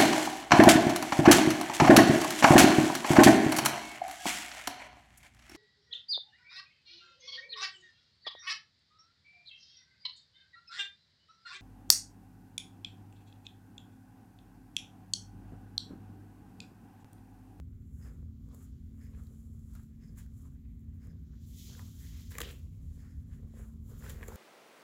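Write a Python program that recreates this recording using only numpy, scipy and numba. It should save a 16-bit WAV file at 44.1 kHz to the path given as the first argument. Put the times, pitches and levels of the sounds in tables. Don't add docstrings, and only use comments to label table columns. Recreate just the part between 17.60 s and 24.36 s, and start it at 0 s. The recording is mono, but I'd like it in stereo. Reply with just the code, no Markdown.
import sys
import numpy as np
from scipy import signal
from scipy.fft import rfft, irfft
from scipy.io import wavfile
from scipy.ndimage import uniform_filter1d
from numba import njit

SR = 44100
rng = np.random.default_rng(int(sys.argv[2]) if len(sys.argv) > 2 else 0)


def transcribe(signal):
    frames = np.atleast_2d(signal).T
    limited = np.clip(frames, -1, 1)
    pcm = np.round(limited * 32767).astype(np.int16)
    wavfile.write(sys.argv[1], SR, pcm)


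def boost(x):
    u = np.asarray(x, float) / 20
    return 10 ** u


N = 298116
TIME_S = np.arange(N) / SR
BIN_HZ = np.fft.rfftfreq(N, 1 / SR)

# [f/Hz, width/Hz, level/dB]
BOX_MODES = [(413, 150, 14), (467.7, 75, 7), (620, 148, -5), (1050, 274, 1.5)]


def gains(points):
    hz, db = np.transpose(points)
    return boost(np.interp(np.log(BIN_HZ + 1), np.log(hz), db))


def colour(x, points):
    y = irfft(rfft(x) * gains(points), N)
    return y / np.sqrt(np.mean(y ** 2))


@njit
def svf(x, hz, q):
    y, b, l = np.empty(len(x)), 0., 0.
    for i in range(len(x)):
        g = np.tan(np.pi * hz[i] / SR)
        v = (b + g * (x[i] - l)) / (1 + g * (g + 1 / q))
        b, l, y[i] = 2 * v - b, l + 2 * g * v, v / q
    return y


def ring(x, hz, width):
    return signal.lfilter(*signal.iirpeak(hz, hz / width, SR), x)


def double_ring(x, hz, first_width, second_width):
    return ring(ring(x, hz, first_width), hz, second_width)


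def walk(rate_hz):
    k = int(SR / rate_hz)
    held = np.repeat(rng.standard_normal(N // k + 1), k)
    smooth = uniform_filter1d(uniform_filter1d(held, k), k)[:N]
    return smooth / smooth.std()


def slips(per_s, spread_db, patchy_db):
    when, size = rng.random((2, N))
    force = (when < per_s / SR) * boost(-spread_db * np.log(size) + patchy_db * walk(60))
    x = force * np.sign(rng.standard_normal((2, N)))
    return x / np.sqrt(np.mean(x ** 2))


def effort_db(touches, rest_db):
    ms = np.arange(0, 1000 * N / SR + 1)
    columns = list(zip(*touches))[:4]
    s, rise_ms, fall_ms, db = (np.array(c)[:, None] for c in columns)
    late_ms = ms - 1000 * s
    touch_db = db - 20 * np.maximum(-late_ms / rise_ms, late_ms / fall_ms)
    power = boost(2 * rest_db) + boost(2 * touch_db).sum(axis=0)
    return np.interp(1000 * TIME_S, ms, 10 * np.log10(power))


def rub(x, touches, rest_db):
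    limit_db = -52
    return boost(np.minimum(effort_db(touches, rest_db), limit_db)) * x


def ventilation():
    # [f/Hz, level/dB per Hz]
    rumble_spectrum = [(12, -38), (26, -28.5), (40, -1.5), (81, 7), (123, -4.5), (161, -4), (192, -18.5),
                       (204, -13.5), (226, -16), (270, -19.5), (287, -21), (364, -26.5), (398, -23.5),
                       (483, -100), (700, -93), (910, -118), (1540, -120)]
    # [t/s, level/dB]
    rumble_level = [(0, -46.5), (1.5, -48), (3.196, -48), (3.8, -47), (6.76, -46)]
    # [f/Hz, side minus mid/dB]
    rumble_side = [(30, -19), (100, -27), (160, -11), (280, -22.5), (600, 16.5)]
    # [f/Hz, width/Hz, level/dB rms]
    duct_modes = [(57.5, 2.7, -58), (82.6, 7.1, -65), (166.44, 4.9, -64)]
    # [f/Hz, level/dB rms]
    motor_tones = [(221, -59.5), (240, -74), (259, -64.5)]
    mid, other = colour(rng.standard_normal((2, N)), rumble_spectrum + [(1100, -72.5)])
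    mid = np.roll(mid, -np.argmin(mid[:SR // 4]))
    side = irfft(rfft(other) * gains(rumble_side), N)
    air_gain = boost(np.interp(TIME_S, *np.transpose(rumble_level)))
    out = air_gain * (mid + side * np.array([[1], [-1]]))
    for hz, width_hz, db in duct_modes:
        boom = double_ring(rng.standard_normal(N), hz, 2 * width_hz, width_hz)
        out = out + boost(db) * boom / boom.std()
    wander_hz = 1.7
    for hz, db in motor_tones:
        swell = np.sqrt(2) * boost(db + 2.2 * walk(4.6))
        turns = np.cumsum(hz + wander_hz * walk(15)) / SR
        out = out + swell * np.sin(2 * np.pi * turns)
    return out


def hiss():
    # [f/Hz, level/dB per Hz]
    hiss_spectrum = [(450, -25), (700, 1), (1000, -1), (1600, -5), (2150, 3.5), (2600, -2), (3100, -2),
                     (4000, -3.5), (5200, -10), (6300, -7.5), (7700, -3), (8200, -13), (10000, -9),
                     (13000, -4), (15700, -5)]
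    return boost(-83 + .6 * walk(4)) * colour(rng.standard_normal((2, N)), hiss_spectrum)


def floor():
    # [peak t/s, rise/ms, fall/ms, level/dB]
    sways = [
        (2.6, 440, 690, -51),
        (4.2, 710, 540, -64),
        (5.7, 480, 500, -51),
        (6.2, 370, 440, -52),
        (6.6, 400, 1100, -51),
    ]
    sway = double_ring(rng.standard_normal(N), 48, 40, 35)
    return boost(effort_db(sways, -82)) * sway / sway.std()


def clock():
    # [t/s, length/s, whirr level/dB, case level/dB]
    clock_steps = [
        (0.406, 0.1, -72, -73.5),
        (1.4, 0.12, -77, -72.5),
        (2.4, 0.12, -75.5, -78),
        (3.402, 0.13, -76.5, -74),
        (4.387, 0.15, -87, -72),
        (5.372, 0.19, -77, -72.5),
        (6.405, 0.063, -70, -69),
    ]
    gear = slips(3000, 1.8, 1.8)
    whirr = double_ring(gear, 5100, 800, 550) + boost(-6) * double_ring(gear, 6500, 900, 900)
    case = ring(ring(gear, 1940, 780), 1720, 350)
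    out = 0
    for s, length_s, whirr_db, case_db in clock_steps:
        u = (TIME_S - s) / length_s
        swell = np.clip(u / 0.16, 0, 1) * np.clip((1.3 - u) / 0.93, 0, 1)
        out = out + swell * (boost(whirr_db) * whirr / whirr.std() + boost(case_db) * case / case.std())
    return out


def pads():
    # [peak t/s, rise/ms, fall/ms,
    # level/dB, flute f/Hz]
    pad_touches = [(.45, 100, 160, -64.5, 1420), (.92, 97, 250, -68, 1050), (1.04, 160, 75, -70.5, 1270),
                   (1.44, 100, 130, -73, 1750), (1.55, 40, 110, -69.5, 1820), (1.585, 93, 230, -68, 1240),
                   (2.16, 94, 120, -65.5, 1250), (2.44, 200, 160, -78, 1930), (2.585, 21, 115, -63.5, 1630),
                   (2.87, 120, 63, -69, 1050), (3.06, 380, 160, -86.5, 2110), (3.45, 160, 110, -72, 1520),
                   (3.74, 73, 88, -74.5, 1400), (5.44, 125, 180, -67, 1400), (5.735, 70, 99, -69, 1600),
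                   (5.99, 73, 90, -63, 1700), (6.07, 120, 130, -68, 1050),
                   (4.07, 100, 200, -72, 2180), (4.12, 45, 250, -65.5, 1330), (4.2, 72, 100, -58.5, 1140),
                  (4.26, 60, 60, -75, 1030), (4.44, 100, 220, -69, 1800), (4.589, 190, 150, -67.5, 2100),
                  (4.715, 13, 200, -59, 1770), (4.76, 59, 41, -60, 1780), (4.808, 8, 44.6, -56, 1890),
                  (4.836, 14.2, 115, -50.5, 3120), (4.9, 100, 62, -56.5, 2870), (6.295, 14, 210, -65, 1040),
                  (6.445, 35, 61, -55, 1420), (6.5, 110, 69, -54, 1670), (6.615, 40, 84, -66, 1640),
                  (6.632, 180, 46, -58, 1740), (6.665, 60, 40, -71, 1620), (6.69, 16, 32, -50, 1260),
                  (6.75, 150, 200, -55.5, 1320)]
    touches = sorted(pad_touches)
    flute_hz = np.interp(TIME_S, [p[0] for p in touches], [p[-1] for p in touches])
    scrape_hz = 0.7 * flute_hz
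    grit = slips(2500, 1.1, 1.7)
    flute = np.array([svf(svf(x, flute_hz, 1.8), flute_hz, 2.8) for x in grit])
    scrape = np.array([svf(svf(x, scrape_hz, 0.69), scrape_hz, 0.69) for x in grit])
    rasp = flute + 0.9 * scrape
    return rub(rasp / rasp.std(), touches, -86)


def fibres():
    # [f/Hz, level/dB per Hz]
    fibre_spectrum = [(2820, -74), (4800, -18), (7360, 3.5), (8590, -6.5), (10200, -0.5), (13100, 0),
                      (15000, 1.5), (15800, -4)]
    # [peak t/s, rise/ms, fall/ms, level/dB]
    rustles = [(.45, 240, 170, -64.5), (.95, 50, 330, -68.5), (1.04, 190, 58, -63.5), (1.44, 230, 150, -71),
               (1.57, 93, 960, -70), (1.72, 460, 970, -75), (2.16, 230, 160, -66), (2.44, 78, 460, -74),
               (2.584, 25, 66, -53.5), (2.78, 120, 200, -71), (2.87, 230, 83, -68.5), (3.45, 110, 70, -71),
               (5.03, 100, 250, -76), (5.37, 400, 460, -69), (5.74, 140, 140, -70), (5.99, 130, 210, -63)]
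    # [peak t/s, rise/ms, fall/ms, level/dB]
    sweeps = [(3.88, 97, 500, -66), (3.99, 170, 830, -58.5), (4.17, 310, 370, -67), (4.43, 240, 540, -61.5),
              (4.6, 330, 130, -62.5), (4.71, 32, 210, -56.5), (4.79, 100, 100, -68), (4.83, 84, 23, -51),
              (4.9, 170, 130, -57), (6.3, 84, 270, -63), (6.45, 130, 93, -58), (6.5, 110, 140, -56),
              (6.64, 160, 59, -63), (6.683, 11, 20, -54), (6.76, 270, 100, -57.5)]
    fibre = colour(slips(12000, 0.4, 1.37), fibre_spectrum)
    finest = irfft(rfft(fibre) * (BIN_HZ > 11500), N)
    quieter_rustles = [(s, rise, fall, db - 4.5) for s, rise, fall, db in rustles]
    coarse = rub(fibre - finest, rustles + sweeps, -85)
    return coarse + rub(finest, quieter_rustles + list(sweeps), -81)


def leaning():
    # [peak t/s, rise/ms, fall/ms, level/dB]
    leans = [(.46, 120, 225, -63.5), (.94, 144, 140, -66), (1.46, 240, 720, -69.5), (2.54, 510, 130, -75),
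             (3.5, 260, 180, -71), (4.1, 25, 170, -63.5), (4.19, 460, 61, -74), (4.45, 34, 580, -73.5),
             (4.76, 72, 100, -75), (4.787, 31, 170, -48), (4.83, 66, 80, -54), (5.44, 1800, 710, -76.5),
             (5.83, 260, 480, -70.5), (5.98, 35, 110, -57.5), (6.07, 100, 270, -78), (6.31, 63, 160, -61.5),
             (6.46, 52, 210, -55), (6.5, 140, 55, -57), (6.62, 220, 330, -58), (6.71, 66, 900, -54)]
    creak = slips(900, 1.7, 1.6)
    creak = creak + 0.32 * creak[::-1]
    hollow = sum(boost(db) * double_ring(creak, hz, 2 * w, w) for hz, w, db in BOX_MODES)
    return rub(hollow / hollow.std(), leans, -81)


def fur():
    # [f/Hz, level/dB per Hz]
    fur_spectrum = [(1300, -30), (2050, -7), (2700, -5), (3150, 4), (4700, 1.5), (6000, 1), (7000, -1.5),
                    (9000, -46)]
    # [peak t/s, rise/ms, fall/ms, level/dB]
    drags = [(.54, 200, 430, -84.5), (.92, 89, 100, -76.5), (1.03, 570, 630, -78.5),
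             (1.57, 290, 1400, -81.5), (2.16, 100, 120, -73.5), (2.59, 28, 85, -66), (2.85, 970, 280, -82),
             (3.45, 200, 290, -84), (3.99, 73, 550, -60.5), (4.12, 440, 370, -63), (4.45, 130, 660, -67),
             (4.6, 500, 350, -64.5), (4.72, 33, 290, -60.5), (4.818, 22, 27, -56), (4.84, 30, 200, -63),
             (4.91, 52, 62, -71), (5.37, 460, 540, -77.5), (5.74, 150, 180, -81), (5.98, 260, 330, -76.5),
             (6.31, 100, 610, -73), (6.5, 165, 140, -61), (6.72, 120, 900, -66.5)]
    # [t/s, left minus right/dB]
    turn_left = [
        (3.7, 0),
        (3.95, 15),
        (4.2, 12),
        (4.6, 8),
        (4.75, 1),
    ]
    brush = colour(slips(9000, 0.47, 0.78), fur_spectrum)
    left = boost(np.interp(TIME_S, *np.transpose(turn_left)) / 2)
    brush = brush * np.array([left, 1 / left]) * 2 / (left + 1 / left)
    return rub(brush, drags, -91)


def claws():
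    # [t/s, peak level/dB, ring f/Hz, tick level/dB]
    catches = [(0.8874, -64, 950, -61), (0.946, -59, 890, -47.5), (1.5366, -64, 920, -71),
               (1.636, -68, 1030, -54), (1.669, -58, 4100, -55), (2.137, -64, 958, -51),
               (2.152, -53, 1260, -46.5), (2.157, -58, 1300, -58), (2.2, -59, 1430, -70),
               (2.228, -71, 1100, -60), (1.993, -86, 1200, -55), (2.1945, -54, 1400, -68),
               (2.2335, -72, 1060, -55), (2.574, -61, 1110, -52), (2.5835, -65, 950, -62),
               (2.6624, -64, 1540, -59), (2.8544, -61, 1050, -70), (3.194, -84, 956, -62),
               (3.4705, -62, 1070, -56.5), (3.637, -89, 910, -66), (4.098, -59, 870, -64),
               (4.1384, -57, 1610, -60), (4.5694, -57, 2320, -61), (1.55, -61, 1680, -78),
               (4.15, -51, 1580, -70), (4.207, -59, 1050, -70), (4.217, -58, 1000, -70),
               (5.938, -54, 530, -72), (4.195, -50, 960, -70), (5.838, -57, 450, -75),
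               (6.287, -69, 872, -66), (6.307, -65, 1090, -71)]
    # [t/s, peak level/dB, ring f/Hz, tick level/dB, tear length/ms]
    snaps = [(4.193, -41, 1930, -44, 0.38), (4.7177, -46, 1650, -43, 1.9), (4.7073, -57, 1600, -46, 1.3),
             (4.7103, -57, 1700, -52, 1.1), (4.743, -48, 1750, -58, 2.1), (4.7524, -39, 1940, -43, 1.6),
             (4.7833, -31.5, 1770, -25, 1.36), (4.8035, -32.5, 1760, -29.5, 0.8),
             (4.8152, -24.5, 3000, -41, 0.63), (4.816, -35, 3740, -36, 0.7), (4.805, -35, 1170, -28, 1.3),
             (4.8095, -37.5, 1820, -34, 2), (4.816, -35, 1870, -29, 1.4), (4.785, -36.5, 1110, -44, 1.6),
             (4.829, -45.5, 2900, -51, 1.3), (4.832, -36, 1900, -49, 0.89), (4.8506, -44, 2800, -59, 1.04),
             (4.909, -51, 2400, -44.5, 5.1), (6.407, -59, 1960, -65, 1.1), (6.423, -50, 1690, -65, 1.2),
             (6.437, -50, 1080, -57, 0.84), (6.442, -48.5, 1900, -62, 1.7), (6.495, -50, 1690, -38, 3.2),
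             (6.502, -46, 3300, -39, 1.3), (6.611, -47, 1830, -63, 0.9), (6.629, -33.5, 1840, -54, 1.6),
             (6.636, -43.5, 1800, -50, 1.5), (6.68, -60, 1500, -44, 1.5), (6.6835, -35, 1400, -35, 0.34),
             (6.7034, -55, 977, -63, 1.1), (6.7197, -42, 860, -59, 1.4), (6.7565, -55, 1535, -40.5, 2.5)]
    # [f/Hz, width/Hz, level/dB]
    tick_modes = [(4250, 1040, 0.5), (7530, 1700, 4), (10830, 3300, -1.5), (14200, 4000, 0)]
    port_lag = 3
    out, t = np.zeros((2, N + 4096)), np.arange(4096) / SR
    rows = [tuple(row) + (1.24, 6000) for row in catches] + [tuple(row) + (3000,) for row in snaps]
    for s, ring_db, hz, tick_db, tear_ms, edge_hz in rows:
        burst = np.sqrt(t) * np.exp(-t / np.clip(tear_ms / 1000, .0002, .005))
        shared, left, right = rng.standard_normal((3, 4096)) * burst
        tear = np.array([1.54 * shared + 1.3 * left, np.roll(0.38 * shared + 1.16 * right, port_lag)])
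        high_pass = signal.butter(2, edge_hz, "highpass", fs=SR, output="sos")
        bright = signal.sosfilt(high_pass, tear)
        tear[[0, 1], [24, 24]] += 1.1 * np.sqrt(np.sum(tear ** 2, axis=1))
        flute = double_ring(tear, hz, .55 * hz, .2 * hz)
        flute = flute + 0.3 * double_ring(tear, 0.61 * hz, 0.36 * hz, 0.36 * hz)
        tick = sum(boost(db) * ring(bright, f, w) for f, w, db in tick_modes)
        at = int(s * SR)
        out[:, at:at + 4096] += boost(ring_db) * flute / np.abs(flute).max()
        out[:, at:at + 4096] += boost(tick_db) * tick / np.abs(tick).max()
    return out[:, :N]


def paws():
    # [t/s, peak level/dB]
    knocks = [(0.8886, -69), (1.536, -64), (2.662, -74), (3.472, -70), (4.718, -59), (4.7547, -49),
              (4.8087, -38.5), (4.815, -39.5), (4.8264, -66), (4.8337, -46), (4.8494, -52.5), (5.842, -74),
              (5.94, -60), (6.439, -69), (6.495, -50), (6.6281, -54), (6.6843, -38), (6.702, -48),
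              (6.719, -50)]
    out, t = np.zeros(N + 4096), np.arange(4096) / SR
    soft_start = 1 - np.exp(-t / 0.0035)
    knock = 0
    for hz, width_hz, db in BOX_MODES:
        decay = np.exp(-np.pi * .9 * width_hz * t)
        knock = knock + boost(db) * np.sin(2 * np.pi * hz * t) * decay * soft_start
    for s, db in knocks:
        at = int(s * SR)
        out[at:at + 4096] += boost(db) * knock / np.abs(knock).max()
    return out[:N]


def room(x):
    t60_s, tail_db, scatter_s = 0.22, -15, 0.008
    t = np.arange(SR // 2) / SR
    swell = np.exp(-np.log(1000) * t / t60_s) * (1 - np.exp(-t / scatter_s))
    tail = rng.standard_normal((2, len(t))) * swell
    tail = tail * boost(tail_db) / np.sqrt(np.sum(tail ** 2, axis=1, keepdims=True))
    return x + signal.fftconvolve(x, tail, axes=1)[:, :N]


def scene():
    rubbing = pads() + fibres() + leaning() + fur()
    return room(clock() + rubbing + claws() + paws()) + ventilation() + hiss() + floor()


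def low_pass(x):
    return signal.sosfilt(signal.butter(12, 16530, fs=SR, output="sos"), x)


def record(dry):
    # [f/Hz, left minus right/dB]
    left_port = [(200, 1), (500, -1), (1150, 4.5), (1650, 2), (2150, 4), (4800, 1.5), (7100, 10.5),
                 (8400, 4), (10000, 1), (15000, 1)]
    tilt = gains(left_port) ** .5
    below_top = BIN_HZ < 15820
    mix = irfft(rfft(dry) * np.array([tilt, 1 / tilt]) * below_top, N)
    return low_pass(mix)


dry = scene()
out = record(dry)
transcribe(out)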